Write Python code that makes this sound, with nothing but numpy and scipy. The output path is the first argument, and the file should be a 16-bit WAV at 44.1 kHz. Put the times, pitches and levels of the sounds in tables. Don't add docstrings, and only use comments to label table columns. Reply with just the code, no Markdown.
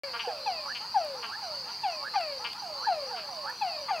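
import sys
import numpy as np
from scipy import signal
from scipy.io import wavfile
from scipy.ndimage import uniform_filter1d

SR = 44100
rng = np.random.default_rng(int(sys.argv[2]) if len(sys.argv) > 2 else 0)


def waveform_to_disk(signal):
    frames = np.transpose(np.atleast_2d(signal))
    scaled = np.clip(frames, -1, 1) * 32767
    samples = np.round(scaled).astype(np.int16)
    wavfile.write(sys.argv[1], SR, samples)


N = 176400


def amp(db):
    return 10 ** (np.asarray(db) / 20)


def unit(x):
    return x / np.sqrt(np.mean(abs(x) ** 2) + 1e-20)


def read(points, hz):
    f, value = np.transpose(points)
    return np.interp(np.log(hz + 1), np.log(f), value)


def add(mix, start_s, sound, pan_db=0):
    at = round(start_s * SR)
    sound = sound[max(-at, 0):]
    part = mix[:, max(at, 0):][:, :len(sound)]
    part += amp([[pan_db / 2], [-pan_db / 2]]) * sound[:part.shape[1]]


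def phase_of(hz):
    return 2 * np.pi * np.cumsum(hz) / SR


def gate(t, rise_s, fall_s):
    return np.clip(t / rise_s, 0, 1) * np.clip((t[-1] - t) / fall_s, 0, 1)


def drift(t, rate_hz):
    size = N if len(t) > SR // 2 else SR // 2
    noise = rng.standard_normal(size) + 1j * rng.standard_normal(size)
    lowpass = np.exp(-(np.fft.fftfreq(size, 1 / SR) / rate_hz) ** 2)
    return unit(np.fft.ifft(noise * lowpass))[:len(t)]


def voice(hz, colour, low_db=0, harmonics=20):
    k = np.arange(1, harmonics + 1)[:, None]
    db = read(colour, k * hz) + low_db / (1 + (k * hz / 1900) ** 8)
    lag_rad = 4.75 * (k * hz / 2000) ** 2
    return unit((amp(db) * np.cos(k * phase_of(hz) - lag_rad)).sum(0))


def echo(x, t60_s, width=0.36):
    t = np.arange(SR // 2) / SR
    reflections = rng.standard_normal((2, len(t))) * (rng.random((2, len(t))) < .05)
    mid, side = reflections * amp(-60 * t / t60_s) * (t > .004)
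    tail = np.array([mid + width * side, mid - width * side])
    return signal.fftconvolve(x.mean(0)[None], tail / np.linalg.norm(tail[0]), axes=1)[:, :N]


# t/s, start f/Hz, f after drop/Hz, level/dB, sac boost/dB, 2nd harmonic/dB, upper ones/dB, L-R/dB
WHINES = [(-.12, 901, 675, -26.5, 13, 7, 4, 5.5), (.236, 905, 657.5, -34.5, -1, 1, -12, -3),
          (.275, 941, 686.5, -39, 6.5, 4, -3.5, -3.5), (.456, 937, 704, -36, 13.5, 2, 4.5, 1.5),
          (.941, 961, 666, -28.5, 11.5, -2, -10.5, 3.5), (1.418, 879, 660, -36, -3, -3.5, -21, -5.5),
          (1.831, 929, 697.4, -35, 13, 1.5, 3.5, 1.5), (2.152, 876, 678.6, -29.5, 8.5, 2, 0, 3),
          (2.618, 892, 655, -37.5, 2.5, -0.5, -13, -5.5), (2.865, 962, 662.6, -27.5, 10.5, 0.5, -9, 2.5),
          (3.105, 944, 682, -39, 4.5, 4, -8, -4.5), (3.28, 920, 674, -38.5, -2.5, -21, -27, -9.5),
          (3.609, 912.6, 714, -35.5, 13, 1.5, 3, 3.5), (3.7, 893.5, 652, -37, -1, -4, -10, -2.5),
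          (3.903, 872, 652, -31, 11, 5.5, 0.5, 2.5)]
# f/Hz, gain/dB
WHINE_COLOUR = [(900, -31), (1300, -13), (1700, -14), (2100, -15.5), (2600, -6), (3100, -18), (3700, -15),
                (5000, -32)]


def whines(drop_s=.043, sag_hz_per_s=700, sac_hz=794, sac_width_hz=106, fade_db_per_s=62):
    out, t = np.zeros((2, N)), np.arange(0, 0.4, 1 / SR)
    for s, top_hz, low_hz, db, sac_db, second_db, upper_db, pan_db in WHINES:
        hz = low_hz + (top_hz - low_hz) * np.exp(-t / drop_s) - sag_hz_per_s * t
        waver = drift(t, 89)
        phase = phase_of(hz * (1 + 0.0053 * waver.real))
        call = amp(sac_db * np.exp(-((hz - sac_hz) / sac_width_hz) ** 2)) * np.sin(phase)
        overtones_db = [second_db, upper_db - 1.5, upper_db, upper_db - 9, upper_db - 13]
        for k, part_db in enumerate(overtones_db, 2):
            opening = np.minimum(t / 0.012 * amp(part_db), 1)
            partial = (np.exp(1j * k * phase) * (1 + .55 * drift(t, 190))).imag
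            call += amp(read(WHINE_COLOUR, k * hz) + part_db - 9.5 * t) * opening * partial
        wobble_db = 2.5 * drift(t, 23).real * np.minimum(t / 0.032, 1)
        shimmer = 1 + 0.25 * waver.imag
        envelope = gate(t, 0.0073, 0.21) * amp(db + wobble_db - fade_db_per_s * t)
        add(out, s, call * shimmer * envelope, pan_db)
    return out


# f/Hz, line width/Hz, relative level/dB
TRILLERS = [(4000, 26.5, -67), (4306, 50, -51.5), (4406, 100, -50.5), (4510, 44.46, -47.5),
            (4533, 45, -49.5), (4734, 25.43, -44), (4770, 55.45, -48), (4880, 54, -51.5), (5013, 70, -53),
            (5095, 70, -56)]
# t/s, level/dB
TRILL_LEVEL = [(0.05, -39.5), (0.37, -41.5), (0.67, -38), (1.15, -42.5), (1.56, -38.5), (1.7, -40),
               (2.04, -38.5), (2.06, -44.5), (2.14, -39.5), (2.54, -40), (2.57, -48), (2.6, -37),
               (2.62, -42), (2.79, -41), (2.98, -42), (3.0, -39), (3.25, -41), (3.31, -42), (3.32, -41.5),
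               (3.49, -40), (3.55, -45.5), (3.73, -37.5), (3.8, -40), (3.98, -42)]


def insect_band(pulse_hz=197.7, rate_spread=.11, width=0.12, trim_db=-1):
    band, t = np.zeros((2, N)), np.arange(N) / SR

    def pulses(depth, drift_hz):
        rate_hz = pulse_hz * (1 + rate_spread * drift(t, drift_hz).real)
        return np.exp(depth * np.cos(phase_of(rate_hz)))

    for hz, width_hz, db in TRILLERS:
        envelope = amp(db) * pulses(depth=.3, drift_hz=8.03)
        tone = envelope * np.exp(1j * phase_of(hz + width_hz * drift(t, 59.5).real))
        side = width * rng.choice([-1, 1]) * tone.imag
        band += tone.real + np.array([side, -side])
    level_db = trim_db + np.interp(t, *np.transpose(TRILL_LEVEL))
    return unit(band * pulses(depth=.25, drift_hz=20.1)) * amp(level_db)


# f/Hz, relative density/dB
AIR_COLOUR = [(20, -19), (50, -20), (80, -4), (160, -1.5), (300, -4.5), (420, -5.5), (600, -3.5), (1000, 6),
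              (1500, -3), (2000, -7), (2800, -3.5), (3500, -11), (4400, 5.5), (5400, -6.5), (6100, -11),
              (7500, -16.5), (11000, -18.5), (15500, -21.5)]
# f/Hz, L-R correlation
AIR_CORRELATION = [(30, -.1), (70, 0.48), (200, 0.71), (1000, 0.97), (5000, 0.95), (8500, 0.87), (12000, 1)]


def air(level_db=-46, patch_db=2.5):
    hz = np.fft.rfftfreq(1024, 1 / SR)
    noise = rng.standard_normal((5, N // 256 + 5, len(hz)))
    left, independent = noise[0] + 1j * noise[1], noise[2] + 1j * noise[3]
    correlation = np.clip(read(AIR_CORRELATION, hz), 0, 1)
    right = correlation * left + np.sqrt(1 - correlation ** 2) * independent
    patches = unit(uniform_filter1d(uniform_filter1d(noise[4], size=9, axis=0), size=5, axis=1))
    in_chorus = (hz > 450) & (hz < 5600)
    spectra = np.array([left, right]) * amp(read(AIR_COLOUR, hz) + patch_db * patches * in_chorus)
    _, wash = signal.istft(spectra.swapaxes(1, 2), nperseg=1024, noverlap=768)
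    return amp(level_db) * unit(wash[:, :N])


# f/Hz, level/dB, mean chirp rate/Hz
CRICKETS = [(6212, -71, 16), (5895, -71, 8), (6350, -75.5, 1.1)]


def far_crickets():
    out, t = np.zeros((2, N)), np.arange(N) / SR
    for hz, db, rate_hz in CRICKETS:
        waver = drift(t, 14.4)
        gain = amp(db + 6.0 * drift(t, 2.0).real)
        pulses = 1 + np.cos(phase_of(rate_hz * (1 + 0.654 * waver.imag)))
        add(out, 0, gain * pulses * np.sin(phase_of(hz + 14 * waver.real)))
    return out


# t/s, level/dB, low harmonics/dB, scatter/dB, L-R/dB
CROAKS = [(.1335, -38, 11, 1.5, 1), (0.1938, -38, -3.5, -9, 5), (0.7493, -41.5, -7.5, -27, 5),
          (1.2279, -38, 6.5, -5, 2.5), (1.685, -49.5, 4, -6, -4), (2.446, -37, -2, -6.5, 5),
          (3.166, -45, 3, 0, 1)]
# f/Hz, gain/dB
CROAK_COLOUR = [(450, -29), (900, -4.5), (1200, -1.5), (1650, -3.5), (1950, -8), (2400, -1), (3050, -5.5),
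                (3400, -12.5), (3900, -17), (5000, -34)]


def croaks(pitch_hz=238, length_s=0.048, sag=0.053, ring_hz=2990):
    out, scattered, lingering = np.zeros((3, 2, N))
    t = np.arange(0, length_s, 1 / SR)
    for s, db, low_db, scatter_db, pan_db in CROAKS:
        hz = pitch_hz * (1 - sag * t / length_s + 0.024 * drift(t, 145).real)
        rasp = 1 + 0.24 * drift(t, 620).real
        call = amp(db) * gate(t, 0.0014, 0.04) * voice(hz, CROAK_COLOUR, low_db) * rasp
        ring = signal.lfilter(*signal.iirpeak(ring_hz, 7, SR), call)
        call += amp(4) * ring
        add(out, s, call, pan_db)
        add(out, s + 0.055, amp(-3.5) * ring)
        add(scattered, s, amp(scatter_db) * call)
        add(lingering, s, amp(-7) * ring)
    return out + echo(scattered, t60_s=0.17) + echo(lingering, t60_s=0.34)


CHIRPS = [.205, .46, .675, .97, 1.175, 1.432, 1.706, 1.912, 2.143, 2.38, 2.583, 2.82, 3.064, 3.305, 3.555,
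          3.802]
# delay/s, length/s, start f/Hz, peak f/Hz, level/dB
WING_STROKES = [(0, 0.034, 5730, 5896, -49.5), (0.036, 0.014, 5710, 5860, -49)]


def cricket_chirps():
    out = np.zeros((2, N))
    for delay_s, length_s, start_hz, peak_hz, db in WING_STROKES:
        t = np.arange(0, length_s, 1 / SR)
        glide_hz = start_hz + (peak_hz - start_hz) * np.sin(2 * t / length_s)
        for s in CHIRPS:
            hz = glide_hz + 10 * rng.standard_normal()
            add(out, s + delay_s, amp(db) * gate(t, 0.003, 0.007) * np.sin(phase_of(hz)))
    return out


def bloop(start_s=.272, hz=491):
    out, t = np.zeros((2, N)), np.arange(0, 0.029, 1 / SR)
    add(out, start_s, amp(-25) * gate(t, 0.0055, 0.03) * np.sin(2 * np.pi * hz * t))
    return out


# t/s, level before filter/dB, centre f/Hz, Q
TICKS = [(0.315, -29, 1800, 2.5), (1.048, -42, 9000, .8), (1.556, -46, 9000, .8), (2.2095, -29, 1900, .7),
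         (2.532, -22, 3200, 2), (3.359, -46, 10500, .8), (3.5, -40, 7500, .7)]


def plant_ticks(decay_s=0.0015):
    out, t = np.zeros((2, N)), np.arange(0, 0.029, 1 / SR)
    for s, db, hz, q in TICKS:
        snap = rng.standard_normal(len(t)) * np.exp(-t / decay_s)
        add(out, s, amp(db) * signal.lfilter(*signal.iirpeak(hz, q, SR), snap))
    return out


def bursts(rows, hz, glide_hz, pulse_hz, depth, waver_hz):
    out = np.zeros((2, N))
    for s, length_s, db in rows:
        t = np.arange(0, length_s, 1 / SR)
        waver = drift(t, 120)
        pulses = 1 + depth * np.cos(phase_of(pulse_hz * (1 + 0.073 * waver.imag)))
        tone = np.sin(phase_of(hz + glide_hz * t / length_s + waver_hz * waver.real))
        add(out, s, amp(db) * gate(t, 0.0049, 0.029) * pulses * tone)
    return out


# t/s, length/s, level/dB
WHISTLES = [(.405, 0.14, -44), (1.42, 0.075, -47.5), (2.08, 0.11, -44), (2.77, 0.205, -44),
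            (3.58, 0.083, -46)]
BUZZES = [(.47, 0.18, -49), (1.48, 0.16, -44.5), (2.14, 0.19, -41.5), (2.72, 0.166, -41), (3.62, 0.15, -43)]
HIGH_TRILLS = [(.72, 0.18, -60.5), (1.54, 0.4, -65), (2.62, 0.22, -61.5), (3.87, .16, -59)]


def solo_insects():
    whistle = bursts(WHISTLES, hz=4140, glide_hz=0, pulse_hz=99, depth=0.24, waver_hz=15)
    buzz = bursts(BUZZES, hz=4570, glide_hz=-110, pulse_hz=100, depth=0.76, waver_hz=22)
    trill = bursts(HIGH_TRILLS, hz=6430, glide_hz=0, pulse_hz=32.4, depth=1.0, waver_hz=45)
    return whistle + buzz + trill


# t/s, level/dB, L-R/dB
SWEEPS = [(0.531, -42, -6.5), (1.164, -43.5, -5.5), (1.893, -41.5, -5.5), (2.681, -43, -7.5),
          (3.313, -43, -8)]
# t/s, f/Hz, gain/dB, pulse depth 0-1
SWEEP_SHAPE = [(0, 993, -14, 0), (0.069, 1040, -5, 0.1), (0.118, 1091, -1.5, 0.4), (0.143, 1144, 1, 0.83),
               (.162, 1438, 4, 0.94), (.178, 1660, 6, .6), (0.194, 1760, 5.5, 0), (0.201, 1880, -19, 0)]
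# t/s, f/Hz, gain/dB
UNDERTONE = [(.115, 824, -13), (.135, 855, -0.5), (.15, 900, -4), (.16, 900, -25)]


def sweeps(pulse_hz=125.15):
    knots_s, hz, db, depth = np.transpose(SWEEP_SHAPE)
    low_s, low_hz, low_db = np.transpose(UNDERTONE)
    out, t = np.zeros((2, N)), np.arange(0, knots_s[-1], 1 / SR)
    under = amp(np.interp(t, low_s, low_db)) * np.sin(phase_of(np.interp(t, low_s, low_hz)))
    for s, level_db, pan_db in SWEEPS:
        waver = drift(t, 140)
        pulses = 1 + np.interp(t, knots_s, depth) * np.cos(phase_of(pulse_hz * (1 + 0.095 * waver.imag)))
        pitch_hz = np.interp(t, knots_s, hz) * (1 + 0.019 * waver.real)
        main = amp(np.interp(t, knots_s, db)) * np.sin(phase_of(pitch_hz))
        add(out, s, amp(level_db) * pulses * (main + under), pan_db)
    return out


# t/s, level/dB
WHOOPS = [(.797, -49.5), (1.14, -49), (1.345, -49), (1.5, -52), (1.65, -50.5), (2.39, -46.5), (2.535, -50),
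          (2.74, -52.5), (3.06, -49.5), (3.24, -53.5), (3.45, -44.5)]
# f/Hz, gain/dB
WHOOP_COLOUR = [(450, -28), (700, 11.5), (900, 0.5), (1400, -3.5), (1900, -16), (2600, -44)]


def whoops(start_hz=385, end_hz=501.8, length_s=0.066, trim_db=4.5):
    out, t = np.zeros((2, N)), np.arange(0, length_s, 1 / SR)
    for s, db in WHOOPS:
        hz = np.linspace(start_hz, end_hz, len(t)) * (1 + 0.026 * drift(t, 30).real)
        call = voice(hz, WHOOP_COLOUR, harmonics=6)
        add(out, s, amp(db + trim_db) * gate(t, 0.018, 0.01) * call, pan_db=1.0)
    return out


# t/s, level/dB
CATCHES = [(2.134, -33), (3.88, -31.5)]
# f/Hz, gain/dB
CATCH_COLOUR = [(600, -31), (915, 4), (1220, 0), (1520, -16), (1830, -11.5), (2130, -7), (2440, -17),
                (3400, -21), (4200, -40)]


def throat_catches(pitch_hz=302.9, length_s=0.029):
    out, t = np.zeros((2, N)), np.arange(0, length_s, 1 / SR)
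    for s, db in CATCHES:
        hz = pitch_hz * (1 + 0.038 * drift(t, 150).real)
        add(out, s, amp(db) * gate(t, 0.009, 0.0049) * voice(hz, CATCH_COLOUR), pan_db=2.5)
    return out


def scene():
    near = whines() + throat_catches() + croaks() + sweeps() + bloop() + plant_ticks()
    far = whoops()
    solo = solo_insects() + far_crickets() + cricket_chirps()
    scattered = echo(amp(-14) * near + amp(-3) * far + amp(-13) * solo, t60_s=0.29)
    return near + far + solo + scattered + insect_band() + air()


def record(dry):
    start_s, cutoff_hz = .035, 15850
    lowpass = signal.firwin(511, cutoff_hz, window=("kaiser", 9), fs=SR)
    return signal.oaconvolve(dry * (np.arange(N) > start_s * SR), lowpass[None], "same")


dry = scene()
out = record(dry)
waveform_to_disk(out)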